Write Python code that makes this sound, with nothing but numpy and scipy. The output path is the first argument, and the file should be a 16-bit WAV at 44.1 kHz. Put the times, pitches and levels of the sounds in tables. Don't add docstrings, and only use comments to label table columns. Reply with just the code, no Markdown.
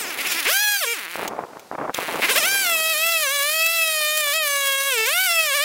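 import sys
import numpy as np
from scipy import signal
from scipy.fft import rfft, irfft
from scipy.io import wavfile
from scipy.ndimage import uniform_filter1d

SR = 44100
rng = np.random.default_rng(int(sys.argv[2]) if len(sys.argv) > 2 else 0)


def file_out(sig):
    cols = np.atleast_2d(sig).T
    lim = np.clip(cols, -1, 1)
    pcm = np.round(lim * 32767).astype(np.int16)
    wavfile.write(sys.argv[1], SR, pcm)


N = 248724
TIME = np.arange(N) / SR
FFT_SIZE = 2 ** 18
BIN_HZ = np.fft.rfftfreq(FFT_SIZE, 1 / SR)
IDLE_HZ = 168.25

# start and length in seconds, target firing rate in Hz,
# then relative levels in dB of exhaust, muffler and chain lift.
THROTTLE_BLIPS = [(0.072, .01, 383, -40, -38, 2.5), (0.172, 0.041, 295, -38, -24, 4),
                  (.238, 0.037, 386, -30, -22.5, 5), (0.289, 0.043, 353, -29, -38, 9),
                  (.35, .038, 350, -30, -28, 7.5), (.447, .033, 440, -23, -16.5, 1),
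                  (2.214, .038, 359, -20, -17, 6.5), (2.279, .036, 546, -18.5, -20.5, 5),
                  (2.347, .04, 700, -19, -20, 1.5)]


def saw(stop_s=1.25, run_down_s=0.05, restart_s=1.928, catch_s=0.02):
    running = np.clip((stop_s + run_down_s - TIME) / run_down_s, 0, 1)
    running += np.clip((TIME - restart_s) / catch_s, 0, 1)
    speed_hz = engine_speed() * (1 + running) / 2
    ragged = np.clip((470 - speed_hz) / 290, 0, 1)
    acceleration = uniform_filter1d(np.gradient(speed_hz, TIME), size=700)
    surge = np.clip(acceleration / 5500, 0, 1)
    exhaust_db, muffler_db, lift_db = throttle_levels(speed_hz)
    turns = crank_turns(speed_hz, ragged)
    effort = np.clip((exhaust_db + 28) / 5, 0, 1)
    pulses = gas_swirl(firings(turns, np.maximum(ragged, surge ** 2)), effort)
    shut = np.clip((-29 - exhaust_db) / 6, 0, 1)
    note = exhaust(pulses, np.maximum(ragged, shut), exhaust_db + 1.33 * wander(21.5))
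    engine = scream(note, speed_hz) + muffler(pulses, turns, ragged, surge, muffler_db + wander(85))
    chain_db = -26 + 5 * np.log2(speed_hz / 599) + 2 * surge + lift_db
    return running * (engine + chain(turns, ragged, surge, chain_db))


def engine_speed(first_hz=496.4):
    # time in seconds, firing rate in Hz.
    free_rev = [(0.48, 500), (0.5, 612.4), (0.54, 765.5), (0.62, 842), (0.732, 823), (0.798, 761.9),
                (0.862, 462.4), (0.93, 470), (1.0, 242)]
    cut = [(2.42, 572), (2.45, 678.2), (2.47, 761), (2.53, 799.5), (2.62, 782), (2.67, 695), (2.78, 636),
           (2.92, 646.3), (2.95, 601.3), (3.05, 664.7), (3.12, 673), (3.22, 617), (3.28, 529.5),
           (3.34, 577), (3.41, 558), (3.55, 637), (3.74, 668.5), (4.04, 604.8), (4.19, 618.7),
           (4.27, 576.5), (4.32, 571.4), (4.34, 628), (4.38, 648), (4.48, 571), (4.74, 544.8), (4.89, 555),
           (4.98, 442.4), (5.05, 442.7), (5.14, 677), (5.2, 751), (5.25, 766), (5.29, 689), (5.44, 632),
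           (5.53, 533.6), (5.56, 599), (5.59, 556.1), (5.64, 628)]
    openings = [(s, [(s + length, hz)]) for s, length, hz, *_ in THROTTLE_BLIPS]
    openings += [(run[0][0], run[1:]) for run in (free_rev, cut)]
    speed = coasting(0, first_hz)
    for start, points in sorted(openings):
        driven = curve([(start, np.interp(start, TIME, speed)), *points])
        speed = np.select([TIME < start, TIME < points[-1][0]], [speed, driven], coasting(*points[-1]))
    return uniform_filter1d(speed, size=500)


def coasting(start, from_hz, decay_s=0.18):
    return np.maximum(from_hz * np.exp(-np.maximum(TIME - start, 0) / decay_s), IDLE_HZ)


def throttle_levels(speed_hz):
    # start and length in seconds,
    # then relative levels in dB of exhaust, muffler and chain lift.
    pulls = [(0.476, .29, -19.5, -32.5, -1), (0.797, 0.05, -23, -35, -2), (0.858, .075, -28, -20, -1.5),
             (1.946, 0.2494, -31, -48, 3.5), (2.39, 2.65, -22.5, -25, 1),
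             (4.914, 0.1535, -23.5, -22.5, 1.5), (5.063, 0.59, -21, -23, 1)]
    response_times = [(0.0125, 0.015), (0.019, 0.0087), (0.0093, 0.27)]
    coast_db = 1.5 * np.log2(speed_hz / IDLE_HZ)
    gain = gain_of([-34.5 + coast_db, -41.5 + coast_db, np.zeros(N)])
    for start, length, *_, exhaust_db, muffler_db, lift_db in THROTTLE_BLIPS + pulls:
        opening = np.array([swell(start, length, rise, fall) for rise, fall in response_times])
        gain = np.maximum(gain, gain_of([[exhaust_db], [muffler_db], [lift_db]]) * opening)
    return 20 * np.log10(gain)


def crank_turns(speed_hz, ragged, waver=0.0016, stumble=0.02989, hunt=0.05):
    idling = ragged ** 6
    jitter = (waver + stumble * idling) * wander(132.3)
    drift = hunt * idling * wander(17.87)
    return np.cumsum(speed_hz * (1 + jitter + drift)) / SR


def firings(turns, ragged, spread_db=2.0):
    chance = rng.standard_normal(N)
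    at = np.flatnonzero(np.diff(np.floor(turns)) > 0)
    exact = at + (np.ceil(turns[at]) - turns[at]) / (turns[at + 1] - turns[at])
    size = gain_of(spread_db * ragged[at] * np.minimum(chance[:len(at)], 1))
    near = np.clip(at[:, None] + np.arange(-8, 9), 0, N - 1)
    lag = near - exact[:, None]
    pulses = size[:, None] * np.sinc(lag) * np.sinc(lag / 9)
    return np.bincount(near.ravel(), pulses.ravel(), N)


def gas_swirl(pulses, share, smear_s=0.001215):
    group_delay = smear_s * np.exp(-BIN_HZ / 4000)
    phase = 2 * np.pi * np.cumsum(group_delay) * BIN_HZ[1]
    swirl = irfft(rfft(pulses, FFT_SIZE) * np.exp(-1j * phase))[:N]
    return np.sqrt(share) * swirl + np.sqrt(1 - share) * pulses


def exhaust(pulses, weak, level_db):
    # frequency in Hz, relative gain in dB.
    open_spectrum = [(200, -60), (430, 10), (660, 0), (800, -5), (930, -2), (1120, 6.5), (1250, -1.5),
                     (1600, 11), (1950, 0.5), (2500, -2), (3200, 3.5), (4200, -5), (5100, -7), (8000, -42)]
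    shut_spectrum = [(25, -60), (100, -30), (300, -1.5), (700, -5.5), (1100, 2), (1700, 6.5), (2400, 2.5),
                     (3200, -5), (4400, -7), (5500, -26), (9000, -61)]
    full = steadied(coloured(pulses, open_spectrum))
    putter = steadied(coloured(pulses, shut_spectrum))
    thin = np.clip(2 * weak, 0, 1)
    return gain_of(level_db - 2.5 + thin) * steadied((1 - thin) * full + thin * putter)


def scream(note, speed_hz, from_hz=774):
    # frequency in Hz, relative gain in dB.
    band = [(2000, -38), (3200, -15.5), (4500, 9), (5300, -17), (8000, -20)]
    rise_db = 0.08 * np.maximum(speed_hz - from_hz, 0)
    return note + (gain_of(rise_db) - 1) * coloured(note, band)


def muffler(pulses, turns, ragged, surge, level_db):
    # frequency in Hz, bandwidth in Hz, relative gain in dB.
    modes = [(2400, 470, 0.5), (2608, 41, 11)]
    puffs = steadied(np.exp(-(turns % 1) / 1.6) * rng.standard_normal(N))
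    drive = steadied(pulses) + (0.032 + 0.19 * ragged + 0.31 * surge) * puffs
    ring = sum(gain_of(db) * signal.lfilter(*signal.iirpeak(hz, hz / width, SR), drive)
               for hz, width, db in modes)
    bark = np.clip(2 * ragged + surge, 0, 1)
    band = [(700, -15), (1500, -46), (2050, 8.5), (2700, 5), (3300, -6.5), (4200, -11), (7000, -34)]
    return gain_of(level_db - 4.5) * evened(coloured((1 - bark) * ring + bark * drive, band))


def chain(turns, ragged, surge, level_db):
    # time in seconds, depth from 0 to 1.
    bite_depths = [(0, 0.5), (2.6, 0), (2.75, 0.96), (4.9, 1), (5.0, 1), (5.22, 0.58), (5.35, 0.46)]
    bite = curve(bite_depths)
    hiss = chain_hiss(turns, ragged, bite) * treble_dropout()
    tonal = (0.62 - 0.07 * bite) * (1 - ragged) ** 3 * (1 - 0.7 * surge)
    return gain_of(level_db) * (np.sqrt(1 - tonal) * hiss + np.sqrt(tonal) * clatter(turns, bite))


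def clatter(turns, bite):
    # multiple of the engine speed, relative dB running free and in wood.
    harmonics = [(6, 11, 5), (7, 5, -2.5), (8, 8.5, -9.5), (9, 4.5, -20), (10, 4.5, -26), (11, -2, -7),
                 (12, 1, -7), (13, 0, -24.5), (14, 6.5, -10), (15, -1.5, -10.5), (16, 4.5, -7.5),
                 (17, -19, -13), (18, 2, -6), (19, -22, -16.5), (20, 6, -16), (21, -20, -9.5),
                 (22, -28, -43), (23, -5, -54), (24, -9, -30), (25, -7, -37), (26, -40, -15)]
    slap_turns = turns + (0.002 + 0.0015 * bite) * wander(70)
    tones = 0
    for multiple, free_db, cutting_db in harmonics:
        phasor = np.exp(2j * np.pi * rng.random()) + 0.65 * (wander(13) + 1j * wander(13))
        db = free_db + bite * (cutting_db - free_db)
        tones += gain_of(db) * (phasor * np.exp(2j * np.pi * multiple * slap_turns)).real
    return steadied(coloured(tones, [(2500, -10), (4500, -5), (5200, 0), (15500, 1), (17000, -20)]))


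def chain_hiss(turns, ragged, bite, flutter_db=2.5):
    # frequency in Hz, relative spectral density in dB.
    rush_spectrum = [(40, -54), (130, -26), (400, -20), (850, -34), (1300, -6), (2500, -3), (4000, 1.5),
                     (6000, 2), (8000, 2), (10500, 2), (12500, 1), (14500, 7.5), (16000, -3.5)]
    jingle_spectrum = [(40, -53), (200, -21), (1000, -7.5), (2500, 8), (4200, 0), (5500, -2.5), (9000, -4),
                       (9700, 0.5), (11200, -1.5), (12200, 0), (14000, -9), (16000, 4)]
    throb = evened(np.exp((0.077 + 0.24 * ragged) * np.cos(2 * np.pi * (turns - 0.75))))
    rush = steadied(throb * noise(rush_spectrum))
    jingle = steadied(throb * noise(jingle_spectrum))
    slack = np.clip(2 * ragged + 0.5 * (1 - bite), 0, 1)
    return gain_of(flutter_db * wander(91)) * (np.sqrt(1 - slack) * rush + np.sqrt(slack) * jingle)


def treble_dropout(at_s=4.398, width_s=0.02, depth_db=-23):
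    return gain_of(depth_db * np.exp(-((TIME - at_s) / width_s) ** 2))


def casing_clicks():
    # start in seconds, level in dB, time to decay by 60 dB in seconds.
    clicks = [(.071, -27, .02), (1.278, -19.5, .03), (1.394, -46, .04), (1.595, -36, .04),
              (1.945, -12.5, .02), (2.156, -28, .03)]
    # frequency in Hz, relative spectral density in dB.
    spectrum = [(500, -3), (1800, 0.5), (2700, 1), (3400, 5.5), (4500, -6), (6500, 2), (10000, -11),
                (16000, -3)]
    level = sum((TIME >= s) * gain_of(db - 60 * abs(TIME - s) / t60) for s, db, t60 in clicks)
    return level * evened(noise(spectrum))


def wind(rise_s=0.0094, lumpy_db=4.0):
    # start in seconds, length in seconds, level in dB, fade time in seconds.
    gusts = [(0, 0.38, -40.5, 0.12), (1.17, 0.28, -31, 0.0061), (1.458, 0.098, -42, 0.12),
             (1.72, 0.031, -28.5, 0.0054), (1.775, 0.13, -27, 0.0067), (1.975, 0.066, -31.5, 0.011),
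             (2.077, 0.12, -26, 0.0081), (2.22, 0.12, -34.5, 0.39)]
    # frequency in Hz, relative spectral density in dB.
    spectrum = [(30, -56), (60, -38), (135, -15), (240, -7), (390, -3), (740, -2), (1150, -6), (1660, -16),
                (2200, -20.5), (2600, -26.5), (3500, -37), (5000, -80)]
    level = sum(gain_of(db) * swell(s, length, rise_s, fade) for s, length, db, fade in gusts)
    eddies = steadied(noise(spectrum), size=200)
    return level * evened(eddies * gain_of(lumpy_db * wander(140)))


def thumps():
    # time in seconds, peak level in dB.
    pressure_peaks = [(1.157, -13.5), (1.195, -12), (1.231, -10.5), (1.336, -18), (1.438, -13.5),
                      (1.571, -19.5), (1.715, -12), (1.753, -14.5), (1.815, -13), (1.896, -6),
                      (1.989, -7.5), (4.01, -26), (4.271, -25), (5.008, -25)]
    # frequency in Hz, relative gain in dB.
    spectrum = [(25, -45), (60, -16), (250, -4), (700, 4), (1300, -2), (1800, -7.5), (2600, -28),
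                (4000, -67)]
    blows = np.zeros(N)
    for s, db in pressure_peaks:
        blows[round(s * SR)] = gain_of(db)
    dull = coloured(blows, spectrum)
    return dull * blows.max() / dull.max()


def still_air(level_db=-52):
    # frequency in Hz, relative spectral density in dB.
    spectrum = [(30, -35), (100, -3), (450, -0.5), (1300, -2), (5000, -4), (15500, -13)]
    return gain_of(level_db) * evened(noise(spectrum))


def gain_of(db):
    return 10 ** (np.asarray(db) / 20)


def evened(x):
    return x / np.sqrt(np.mean(x ** 2) + 1e-20)


def steadied(x, size=1100):
    return x / np.sqrt(uniform_filter1d(uniform_filter1d(x ** 2, size), size) + 1e-12)


def curve(points):
    return np.interp(TIME, *np.transpose(points))


def swell(start, length, attack, release):
    return np.clip((TIME - start) / attack, 0, 1) * np.exp(-np.maximum(TIME - start - length, 0) / release)


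def coloured(x, points):
    hz, db = np.transpose(points)
    response = gain_of(np.interp(np.log(BIN_HZ + 1), np.log(hz), db))
    return irfft(rfft(x, FFT_SIZE) * response)[:N]


def noise(spectrum):
    return coloured(rng.standard_normal(N), spectrum)


def wander(rate_hz):
    white = rng.standard_normal(len(BIN_HZ)) + 1j * rng.standard_normal(len(BIN_HZ))
    return evened(irfft(white * np.exp(-(BIN_HZ / rate_hz) ** 2))[:N])


def scene():
    return np.tile(saw() + wind() + thumps() + casing_clicks() + still_air(), (2, 1))


def record(dry, ceiling=0.47, cutoff_hz=15850):
    rounded = dry / (1 + (dry / ceiling) ** 6) ** (1 / 6)
    low_pass = signal.firwin(511, cutoff_hz, window=("kaiser", 9), fs=SR)
    return signal.oaconvolve(rounded, low_pass[None], "same")


dry = scene()
out = record(dry)
file_out(out)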